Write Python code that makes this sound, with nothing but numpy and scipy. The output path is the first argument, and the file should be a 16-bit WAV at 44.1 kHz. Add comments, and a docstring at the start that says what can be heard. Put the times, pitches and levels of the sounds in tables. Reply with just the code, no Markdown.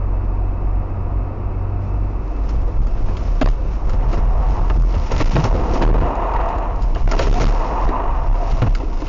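"""Inside a car spinning on a wet, slushy winter road, heard from a small microphone at the windscreen.
Close all round, the cabin air booms over the tyre roar, and the engine hum fades as grip is lost.
Beyond the floor the tyres scrub sideways, growl, chirp and throw slush at the wheel arches.
Bumps knock the body and rattle the trim; the boom overloads the microphone and chops everything else."""
import sys
import numpy as np
from scipy import signal
from scipy.fft import rfft, irfft, next_fast_len
from scipy.io import wavfile
from scipy.ndimage import map_coordinates

SR = 44100
rng = np.random.default_rng(int(sys.argv[2]) if len(sys.argv) > 2 else 0)


def wrap_up_sound(samples):
    """Save the sound to the file named by the first command line argument, as 16-bit audio."""
    columns = np.atleast_2d(samples).T
    # keep every value between -1 and 1, then stretch to whole-number steps
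    tamed = np.clip(columns, -1, 1)
    steps = np.round(tamed * 32767).astype(np.int16)
    wavfile.write(sys.argv[1], SR, steps)


N = 400428
TIME = np.arange(N) / SR

# resonances of the body panels: pitch_hz, width_hz, level_db
PANEL_MODES = [(264, 92, 4.5), (453, 129, 5.5), (641, 71, 6.5), (894, 164, 1.5), (1176, 286, -4),
               (1843, 224, -10.5), (2655, 220, -13), (4230, 1300, -23), (4870, 2400, -27)]
# resonances of the plastic trim: pitch_hz, width_hz, level_db
TRIM_MODES = [(1343, 59, 14.5), (2120, 170, 3.5), (2800, 300, 1.5), (4220, 6800, -2.5), (6140, 1200, -1.5)]


def from_db(db):
    """Decibels to gain."""
    return 10 ** (np.asarray(db) / 20)


def rms_one(x):
    """Scale to unit power."""
    return x / np.sqrt(np.mean(x ** 2) + 1e-20)


def in_time(rows, column=1):
    """One column of a curve at every sample."""
    rows = np.array(rows)
    return np.interp(TIME, rows[:, 0], rows[:, column])


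def butter(x, order, hz, kind="low"):
    """Butterworth filter."""
    return signal.sosfilt(signal.butter(order, hz, kind, fs=SR, output="sos"), x)


def noise(colour):
    """Noise of a given spectrum, rms 1."""
    hz, db = np.transpose(colour)
    size = next_fast_len(N)
    bins = np.maximum(np.arange(size // 2 + 1) * SR / size, 1)
    gain = from_db(np.interp(np.log(bins), np.log(hz), db, left=-100, right=-100))
    return rms_one(irfft(rfft(rng.standard_normal(size)) * gain, size)[:N])


def drift(rate_hz):
    """Smooth random wander with spread 1."""
    step, settle = 40, 2000
    r = np.exp(-2 * np.pi * step * rate_hz / SR)
    slow = signal.lfilter([1], [1, -2 * r, r * r], rng.standard_normal(N // step + settle + 2))[settle:]
    return np.interp(np.arange(N) / step, np.arange(len(slow)), rms_one(slow))


def waver(x, share, rate_hz):
    """Let the pitch of a sound wander by a small share."""
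    speed = drift(rate_hz)
    position = np.arange(N) + share * np.cumsum(speed - speed.mean())
    return map_coordinates(x, [position], order=1, mode="mirror")


def resonate(x, modes):
    """Parallel resonances; white noise roughly keeps its power."""
    out, power = 0, 0
    for k, (hz, width, db) in enumerate(modes):
        r = np.exp(-np.pi * width / SR)
        poles = [1, -2 * r * np.cos(2 * np.pi * hz / SR), r * r]
        ring = (1 - r * r) / 2 * signal.lfilter([1, 0, -1], poles, x + 1e-18)
        out = out + (-1) ** k * from_db(db) * ring
        power += from_db(db) ** 2 * np.pi * width / SR
    return out / np.sqrt(power)


def blow(start_s, decay_s, rise_s=0.0002, hz=None):
    """A fast rise, then an exponential fall; it rings if it is given a pitch."""
    age, out = TIME[:SR // 2], np.zeros(N + SR)
    shape = np.exp(-age / decay_s) * (1 - np.exp(-age / rise_s))
    at = int(start_s * SR)
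    out[at:at + len(age)] = shape if hz is None else shape * np.sin(2 * np.pi * hz * age)
    return out[:N]


def patter(modes, grains_per_s):
    """Grains strike a resonant surface at random, rms 1."""
    grains = (rng.random(N) < grains_per_s / SR) * rng.standard_normal(N)
    return rms_one(resonate(grains, modes))


def swells(rows, drop_db=8):
    """Gain of rounded swells, each drop_db down one build-up before and one release after its peak."""
    power = 0
    for peak_s, db, build_s, release_s in rows:
        away = np.minimum(np.abs(TIME - peak_s) / np.where(TIME < peak_s, build_s, release_s), 10)
        power = power + from_db(db - drop_db * away ** 2) ** 2
    return np.sqrt(power)


def flatten(x, top, knee):
    """Soft limit: clean for small swings, flat at the top."""
    return x / (1 + np.abs(x / top) ** knee) ** (1 / knee)


def grip_lost(start_s=1.924, fade_s=0.59):
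    """0 while the tyres hold, 1 once they have let go."""
    return np.clip((TIME - start_s) / fade_s, 0, 1)


def shaking(smooth_boom_db=-20.5, smooth_judder_db=-35, attack_s=0.046, release_s=0.073):
    """Gains of boom and judder: each rutted stretch raises both quickly, holds them and lets go."""
    # stretches of rutted slush: start_s, length_s, boom_db, judder_db
    ruts = [(2.487, 0.35, -15, -41), (2.942, 0.12, -16, -42), (3.25, 0.22, -15.5, -43),
            (3.593, 0.16, -22.5, -37), (3.868, 0.54, -13, -31), (4.465, 0.31, -10, -31),
            (5.135, 0.23, -8, -27), (5.515, 0.44, -18, -21.5), (5.93, 0.12, -14, -22.5),
            (6.316, 0.16, -20, -44), (6.782, 0.66, -14, -55), (7.152, 0.27, -12.5, -30.5),
            (7.6, 0.13, -21.5, -33.5), (7.854, 0.02, -14.5, -32), (8.057, 0.21, -16, -53),
            (8.529, 0.036, -8.5, -35)]
    boom_power = from_db(smooth_boom_db) ** 2
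    judder_power = (from_db(smooth_judder_db) * grip_lost()) ** 2
    for start_s, length_s, boom_db, judder_db in ruts:
        inside = np.interp(TIME - start_s, [-attack_s, 0, length_s, length_s + release_s], [0, 1, 1, 0])
        boom_power = boom_power + (from_db(boom_db) * inside) ** 2
        judder_power = judder_power + (from_db(judder_db) * inside) ** 2
    return np.sqrt(boom_power), np.sqrt(judder_power)


def cabin_boom(gain, wander_hz, skid_wander_hz, boom_db, sway_db):
    """The road shakes the air around the microphone: a throbbing boom over a broader sway of the body."""
    # the boom sinks as the wheels slow: time_s, pitch_hz
    boom_pitch = [(0, 45), (2.2, 47), (3.5, 36), (4.4, 40), (6.2, 39), (7.2, 34), (9.08, 35)]
    # spectrum of the body sway: frequency_hz, level_db
    sway_colour = [(10, -11), (22, 5.5), (32, -10), (50, 2), (65, -12), (110, -17.5), (300, -70.5)]
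    pitch_hz = in_time(boom_pitch) + (wander_hz + skid_wander_hz * grip_lost()) * drift(8.88)
    throb = from_db(2.4 * (1 - grip_lost() / 2) * drift(4.6))
    boom = np.sqrt(2) * np.sin(2 * np.pi * np.cumsum(pitch_hz) / SR) * throb
    air = from_db(boom_db) * boom + from_db(sway_db) * noise(sway_colour)
    return flatten(gain * air, top=0.31, knee=3.5)


def engine(octave_db):
    """Up front, the firing order and its faint octave hum until the throttle is released."""
    # engine hum: time_s, firing_hz, level_db
    running = [(0, 90.7, -26), (1.2, 92.3, -25.5), (1.38, 94.1, -28), (1.55, 93.9, -25), (2.09, 96.8, -25),
               (2.15, 95.2, -38), (2.55, 87.1, -37.5), (3.2, 89.1, -27), (3.6, 84, -67)]
    phase = 2 * np.pi * np.cumsum(in_time(running)) / SR
    hum = np.sqrt(2) * (np.sin(phase) + from_db(octave_db) * np.sin(2 * phase))
    return hum * from_db(in_time(running, column=2))


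def rolling(judder_gain, road_db, slowed_db, ring_db, judder_db, lumpy_db):
    """Through the floor: tyre roar that sinks with speed, and lumpy judder on the ridges."""
    # spectrum of the road roar: frequency_hz, level_db
    road_colour = [(60, -10), (120, -12), (190, -18), (312, -15.5), (430, -22), (720, -23), (810, -28),
                   (950, -26), (1210, -27), (1570, -40), (2550, -44.5), (3260, -61.5), (5500, -62),
                   (7000, -78.5)]
    # faint rings of the rolling tyres: pitch_hz, width_hz, level_db
    tyre_modes = [(358, 42, -7.5), (538, 3.9, -3.5), (716.6, 30, -3.5), (937, 60, -7), (2600, 55, -20)]
    # spectrum of the wheel judder: frequency_hz, level_db
    judder_colour = [(45, -6), (70, 10), (140, -3.5), (220, -5.5), (380, -9.5), (520, -5.5), (750, -33),
                     (1500, -27.5), (7000, -53.5)]
    slowing = np.clip((TIME - 2) / 2, 0, 1)
    roar = noise(road_colour) + from_db(ring_db) * resonate(rng.standard_normal(N), tyre_modes)
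    judder = judder_gain * from_db(judder_db + lumpy_db * drift(22)) * noise(judder_colour)
    return from_db(road_db + slowed_db * slowing) * roar + judder


def wetness(rise_s=0.048, fall_s=0.046):
    """Gain of the spray: the slush on the road, plus a short surge at each puddle."""
    # spray from the wheels, thickest beside the barriers: time_s, level_db
    spray_level = [(1.7, -69), (2.4, -57), (2.8, -56), (3.28, -45.5), (3.57, -55.5), (4.35, -53.5),
                   (4.85, -47), (5.35, -35), (5.55, -44), (6.15, -55), (6.75, -58.5), (7.3, -33.5),
                   (7.7, -45.5), (8.03, -58), (8.6, -43.5), (8.9, -51), (9.08, -43.5)]
    # a wheel hits a puddle: peak_s, level_db
    splashes = [(1.87, -55), (2.5, -47), (3.489, -50), (3.73, -47.5), (3.912, -47), (4.14, -40.5),
                (4.53, -44), (4.961, -53), (5.211, -31.5), (5.75, -35), (6.84, -48.5), (6.969, -64),
                (7.22, -31), (7.42, -28), (7.849, -44), (8.16, -54), (8.51, -40.5), (9.0, -48)]
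    power = from_db(in_time(spray_level)) ** 2
    for peak_s, db in splashes:
        away = np.minimum(np.abs(TIME - peak_s) / np.where(TIME < peak_s, rise_s, fall_s), 20)
        power = power + (from_db(db) * np.exp(-away)) ** 2
    return np.sqrt(power)


def slush(hiss_db, grains_db, flutter_db):
    """A hiss of spray with single grains pattering on the wheel arches."""
    # spectrum of the spray: frequency_hz, level_db
    spray_colour = [(400, -15.5), (1200, -6.5), (2000, 2), (2750, 2.5), (3300, -5), (4600, -5),
                    (5500, -0.5), (6200, -5), (7000, -10), (9000, -11), (15000, -14.5)]
    grains = from_db(grains_db) * patter(TRIM_MODES, grains_per_s=230)
    hiss = from_db(hiss_db) * noise(spray_colour)
    return wetness() * from_db(flutter_db * drift(30)) * (hiss + grains)


def scrubbing(creep_db=-48.5):
    """Gain of the scrub: a light creep once grip is lost, and a swell at every swing."""
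    # the car swings sideways: widest_s, level_db, build_s, release_s
    swings = [(3.1, -40.5, .12, 0.2), (4.15, -32, 0.36, 0.38), (4.55, -31.5, 0.29, 0.27),
              (6.38, -22.5, 1.0, 0.35), (7.92, -24, 0.69, 0.33), (8.47, -31, 0.34, 0.22),
              (9.06, -40, 0.14, .2)]
    return np.hypot(from_db(creep_db) * grip_lost(), swells(swings))


def skid(howl_db, scrub_db, rasp_db, flutter_db, focus_db_per_octave):
    """Tread blocks stick and slip: a hoarse howl, a broad scrub and a rasp that pulses with the howl."""
    # stick-slip rate, highest when the car is broadside: time_s, rate_hz
    slip_rate = [(2.3, 835), (4.2, 765), (4.45, 750), (4.62, 910), (5.2, 970), (5.7, 555), (6, 612),
                 (6.3, 1026), (6.65, 705), (7, 1040), (7.4, 800), (7.9, 1000), (8.2, 960), (8.42, 691),
                 (8.6, 733), (9.08, 987)]
    # resonances of the sliding tread: pitch_hz, width_hz, level_db
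    tread_modes = [(353, 160, -5), (495, 42, -2), (691, 56, 4), (780, 82, -13.5), (924, 48, 3),
                   (1029, 64, -3.5), (1117, 39, -2)]
    # spectrum of the scrub: frequency_hz, level_db
    scrub_colour = [(250, -0.5), (500, -0.5), (900, 2), (1250, -0.5), (1550, -15.5), (2000, -20),
                    (2400, -22), (2750, -23), (3300, -35), (7000, -53)]
    # thin ring of the scrubbing tread: pitch_hz, width_hz, level_db
    rasp_modes = [(1780, 420, -9.5), (2490, 90, 0.5), (2820, 110, 4)]
    slip_hz, howl, power = in_time(slip_rate), 0, 0
    for hz, width, db in tread_modes:
        # resonances nearest the slip rate are driven hardest
        gain = from_db(db - focus_db_per_octave * np.abs(np.log2(hz / slip_hz)))
        ring = resonate(rng.standard_normal(N), [(hz, width, 0)])
        howl = howl + gain * waver(ring, share=0.014, rate_hz=6.97)
        power = power + gain ** 2
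    howl = butter(howl / np.sqrt(power), 3, 1450)
    rasp = resonate(howl * noise(scrub_colour), rasp_modes)
    rasp = rms_one(butter(rasp, 3, [1800, 3000], "band"))
    flutter = from_db(flutter_db * drift(55))
    slide = from_db(howl_db) * howl + from_db(scrub_db) * noise(scrub_colour) + from_db(rasp_db) * rasp
    return scrubbing() * flutter * slide


def road_grit(grit_db):
    """Grit crunches under the sliding tread and rings the higher panel resonances."""
    return scrubbing() * from_db(grit_db) * patter(PANEL_MODES[2:], grains_per_s=900)


def ticks(force_db, ring_width_hz, ring_db, trim_db):
    """Bright contacts on plastic close by: the loose part rings at its own pitch, the trim with it."""
    # ticks and crunches of loose trim and grit: start_s, level_db, decay_s, pitch_hz
    rattles = [(2.49, -38, .013, 5330), (2.868, -35, .005, 4600), (3.168, -32, .0099, 2400),
               (3.417, -26, 0.032, 2700), (3.48, -33, 0.017, 5560), (3.894, -27, 0.0035, 5240),
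               (3.93, -35.5, .0082, 5250), (4.127, -31, 0.0098, 4000), (4.506, -36, .006, 5200),
               (4.82, -36, .0035, 5500), (5.117, -26.5, 0.014, 5500), (5.179, -25, 0.0052, 5660),
               (5.208, -25, 0.017, 2600), (5.357, -27, .0087, 3700), (5.439, -22, 0.015, 5600),
               (5.735, -32, 0.015, 5500), (5.821, -23, 0.012, 2500), (6.153, -30, 0.0014, 5150),
               (6.336, -35, 0.0034, 4900), (6.409, -39, .0044, 5170), (6.46, -45, 0.0017, 5900),
               (6.486, -36, .0095, 4970), (6.582, -35, 0.0036, 5040), (6.759, -40, .004, 5400),
               (6.82, -34, 0.014, 5160), (6.948, -27.5, 0.0039, 2700), (7.112, -20.5, 0.011, 5400),
               (7.191, -15.5, .007, 2400), (7.227, -29, 0.013, 2700), (7.454, -26.5, .012, 2650),
               (7.858, -44, .005, 5000), (8.513, -29, 0.01, 1950), (8.62, -27, 0.008, 2700),
               (8.749, -20, 0.0065, 4540), (9.066, -39, .02, 2650)]
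    out, contacts = np.zeros(N), rng.standard_normal(N)
    for start_s, db, decay_s, hz in rattles:
        span = slice(int(start_s * SR), int(start_s * SR) + SR // 2)
        force = from_db(db + force_db) * blow(start_s, decay_s)[span] * contacts[span]
        out[span] += from_db(trim_db) * resonate(force, TRIM_MODES)
        out[span] += from_db(ring_db) * resonate(force, [(hz, ring_width_hz, 0)])
    return out


def jolts(rise_s):
    """A jolt swings the cabin air for a few cycles, far past what the microphone can follow."""
    # heavy jolts of the suspension: start_s, level_db, pitch_hz, decay_s
    bumps = [(2.771, -7, 27.1, 0.099), (3.429, 0, 33.9, 0.077), (4.775, -2.5, 41.16, 0.12),
             (5.232, -3, 33.05, 0.09), (5.487, -6.5, 35.5, .045), (5.838, 1, 38.3, 0.07),
             (5.991, -4.5, 30.3, 0.04), (7.031, 0.5, 34.12, 0.11), (7.285, 0, 36.6, 0.048),
             (7.44, -1.5, 35, 0.071), (7.853, 2.5, 32.7, .022), (8.253, -5, 33.1, 0.093),
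             (8.68, -2.5, 34.5, 0.051)]
    return sum(from_db(db) * blow(start_s, decay_s, rise_s, hz) for start_s, db, hz, decay_s in bumps)


def knocks(thud_decay_s, clatter_gain_db, rattle_db, panel_spread):
    """Each blow on the body rings one large panel and sets off a short clatter of contacts."""
    # blows on the body: start_s, thud_db, thud_hz, clatter_db, clatter_decay_s
    hits = [(3.084, -25, 196, -25, 0.023), (3.412, -5.5, 265.3, -7, 0.0096), (3.418, -15, 589, -24, 0.0089),
            (3.427, -22, 192, -18, 0.014), (3.459, -17.5, 697, -3, 0.0024), (3.472, -19, 318, -14, 0.0093),
            (4.125, -18.5, 338, -22.5, 0.013), (4.133, -28.5, 190, -24, 0.014),
            (4.699, -30, 327, -13.5, 0.009), (4.938, -17.5, 129, -21, 0.02),
            (4.966, -5.5, 73.4, -38, 0.011), (5.107, -44, 284, -17, 0.032),
            (5.201, -7.5, 111, -4.5, 0.0081), (5.211, -19.5, 295, -17, 0.0082),
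            (5.353, -0.5, 139.7, -7.5, 0.0081), (5.363, -12, 285.5, -4.5, 0.0064),
            (5.383, -5, 157, -19, 0.036), (5.437, -6.5, 109, -15, 0.026), (5.446, -19.5, 247.5, -25, 0.019),
            (5.814, -15, 198, -10.5, 0.039), (6.008, -24, 330, -29, .02), (6.958, -30, 148, -19.5, 0.017),
            (7.073, -20, 113, -14, 0.009), (7.113, -33, 132, -16, 0.048), (7.14, -27, 606, -20, 0.0067),
            (7.192, -12, 548, -9, 0.012), (7.266, -21, 404, -14.5, 0.0094), (7.4, -11, 137.5, -15.5, 0.029),
            (7.439, -7, 191, -9.5, 0.012), (7.464, -15, 132, -21, 0.0099), (7.888, -22, 248, -17, 0.014),
            (7.946, -26, 270, -26, 0.012), (8.617, 1, 117.6, -3.5, 0.0076), (8.63, -15, 216, -22, 0.012),
            (8.662, -6.5, 99.4, -17.5, 0.02), (8.8, -27.5, 506, -22.5, 0.014),
            (8.832, -20.5, 312, -40, 0.0085), (9.019, -24, 308, -20.5, 0.0073)]
    out = np.zeros(N)
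    contacts = rms_one(rng.standard_normal(N) * from_db(rattle_db * drift(260)))
    for start_s, thud_db, thud_hz, clatter_db, clatter_decay_s in hits:
        span = slice(int(start_s * SR), int(start_s * SR) + SR // 2)
        # each lands elsewhere and rings a little differently
        detuning = 1 + panel_spread * rng.standard_normal(len(PANEL_MODES))
        panels = [(hz * shift, width, db) for (hz, width, db), shift in zip(PANEL_MODES, detuning)]
        thud = blow(start_s, thud_decay_s, rise_s=0.0021, hz=thud_hz)[span]
        clatter = resonate(blow(start_s, clatter_decay_s)[span] * contacts[span], panels)
        out[span] += from_db(thud_db) * thud + from_db(clatter_db + clatter_gain_db) * clatter
    return out


def plough(lumpy_db):
    """Slush heaps up against the sidewalls and breaks away in lumps, growling."""
    # the tyres push sideways into heaped slush: deepest_s, level_db, build_s, release_s
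    heaps = [(3.19, -35.5, 0.027, 0.052), (4.65, -39, 0.17, 0.083), (5.8, -22, 0.16, 0.31),
             (7.3, -27, 0.14, 0.26), (7.92, -34.5, 0.27, 0.14)]
    # spectrum of the growl: frequency_hz, level_db
    growl_colour = [(110, -22.5), (200, -4.5), (350, 0.5), (500, -8), (700, -10.5), (1500, -35)]
    return swells(heaps) * from_db(lumpy_db * drift(51)) * noise(growl_colour)


def chirps(waver_hz):
    """Short wavering squeals as the tyres start to bite again."""
    # the tread briefly catches: peak_s, pitch_hz, level_db, half_length_s
    catches = [(4.235, 720, -37, .012), (4.322, 746, -32.5, 0.014), (4.44, 744, -35.5, 0.037),
               (4.577, 860, -35, 0.02), (7.372, 720, -21.5, 0.013), (7.828, 1040, -29, 0.014),
               (7.95, 1000, -24, .015), (8.421, 728, -25.5, 0.017), (8.492, 773, -33, 0.018),
               (8.936, 930, -39, 0.019)]
    out, bend_hz = np.zeros(N), waver_hz * drift(40)
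    for peak_s, hz, db, half_length_s in catches:
        envelope = np.exp(-np.minimum(((TIME - peak_s) / half_length_s) ** 2 / 2, 20))
        squeal = np.sqrt(2) * np.sin(2 * np.pi * np.cumsum(hz + bend_hz) / SR)
        out += from_db(db) * envelope * squeal
    return out


def scene():
    """Everything as it reaches the windscreen, in mono."""
    boom_gain, judder_gain = shaking()
    cabin = cabin_boom(boom_gain, wander_hz=1.708, skid_wander_hz=2.014, boom_db=-2.55, sway_db=-3)
    cabin += jolts(rise_s=0.0037) + engine(octave_db=-21.5)
    tyres = rolling(judder_gain, road_db=-31, slowed_db=-2.5, ring_db=-12, judder_db=-1, lumpy_db=3.5)
    tyres += skid(howl_db=-0.93, scrub_db=-5, rasp_db=-22, flutter_db=1, focus_db_per_octave=6)
    tyres += road_grit(grit_db=-14) + plough(lumpy_db=1) + chirps(waver_hz=22.86)
    spray = slush(hiss_db=-2.5, grains_db=-4, flutter_db=1)
    body = knocks(thud_decay_s=0.02, clatter_gain_db=0.5, rattle_db=2.5, panel_spread=0.05)
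    trim = ticks(force_db=3.5, ring_width_hz=530, ring_db=-10, trim_db=-2.5)
    return (cabin + tyres + spray + body + trim)[None]


def record(dry, overload=0.295, cutoff_hz=7000, skirt_db=-19, fizz_db=-21):
    """Loud swings are flattened, the treble is cut at 7 kHz; a faint high fizz rides on the peaks."""
    flat = flatten(dry, overload, knee=12)
    excess = dry - flat
    hiss = flatten(butter(excess, 2, 600, "high"), top=0.09, knee=2)
    clipped = flat + 0.2 * hiss  # a little hiss survives on the flattened swings
    narrow = signal.sosfilt(signal.ellip(10, 0.2, 70, cutoff_hz, fs=SR, output="sos"), clipped)
    skirt = butter(clipped, 2, [6900, 7700], "band")
    fizz = flatten(butter(excess, 8, 8500, "high"), top=0.01, knee=2)
    crackling = flatten(narrow + from_db(skirt_db) * skirt, overload * 1.12, knee=24)
    return butter(crackling + from_db(fizz_db) * fizz, 10, 15000)


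dry = scene()
out = record(dry)
wrap_up_sound(out)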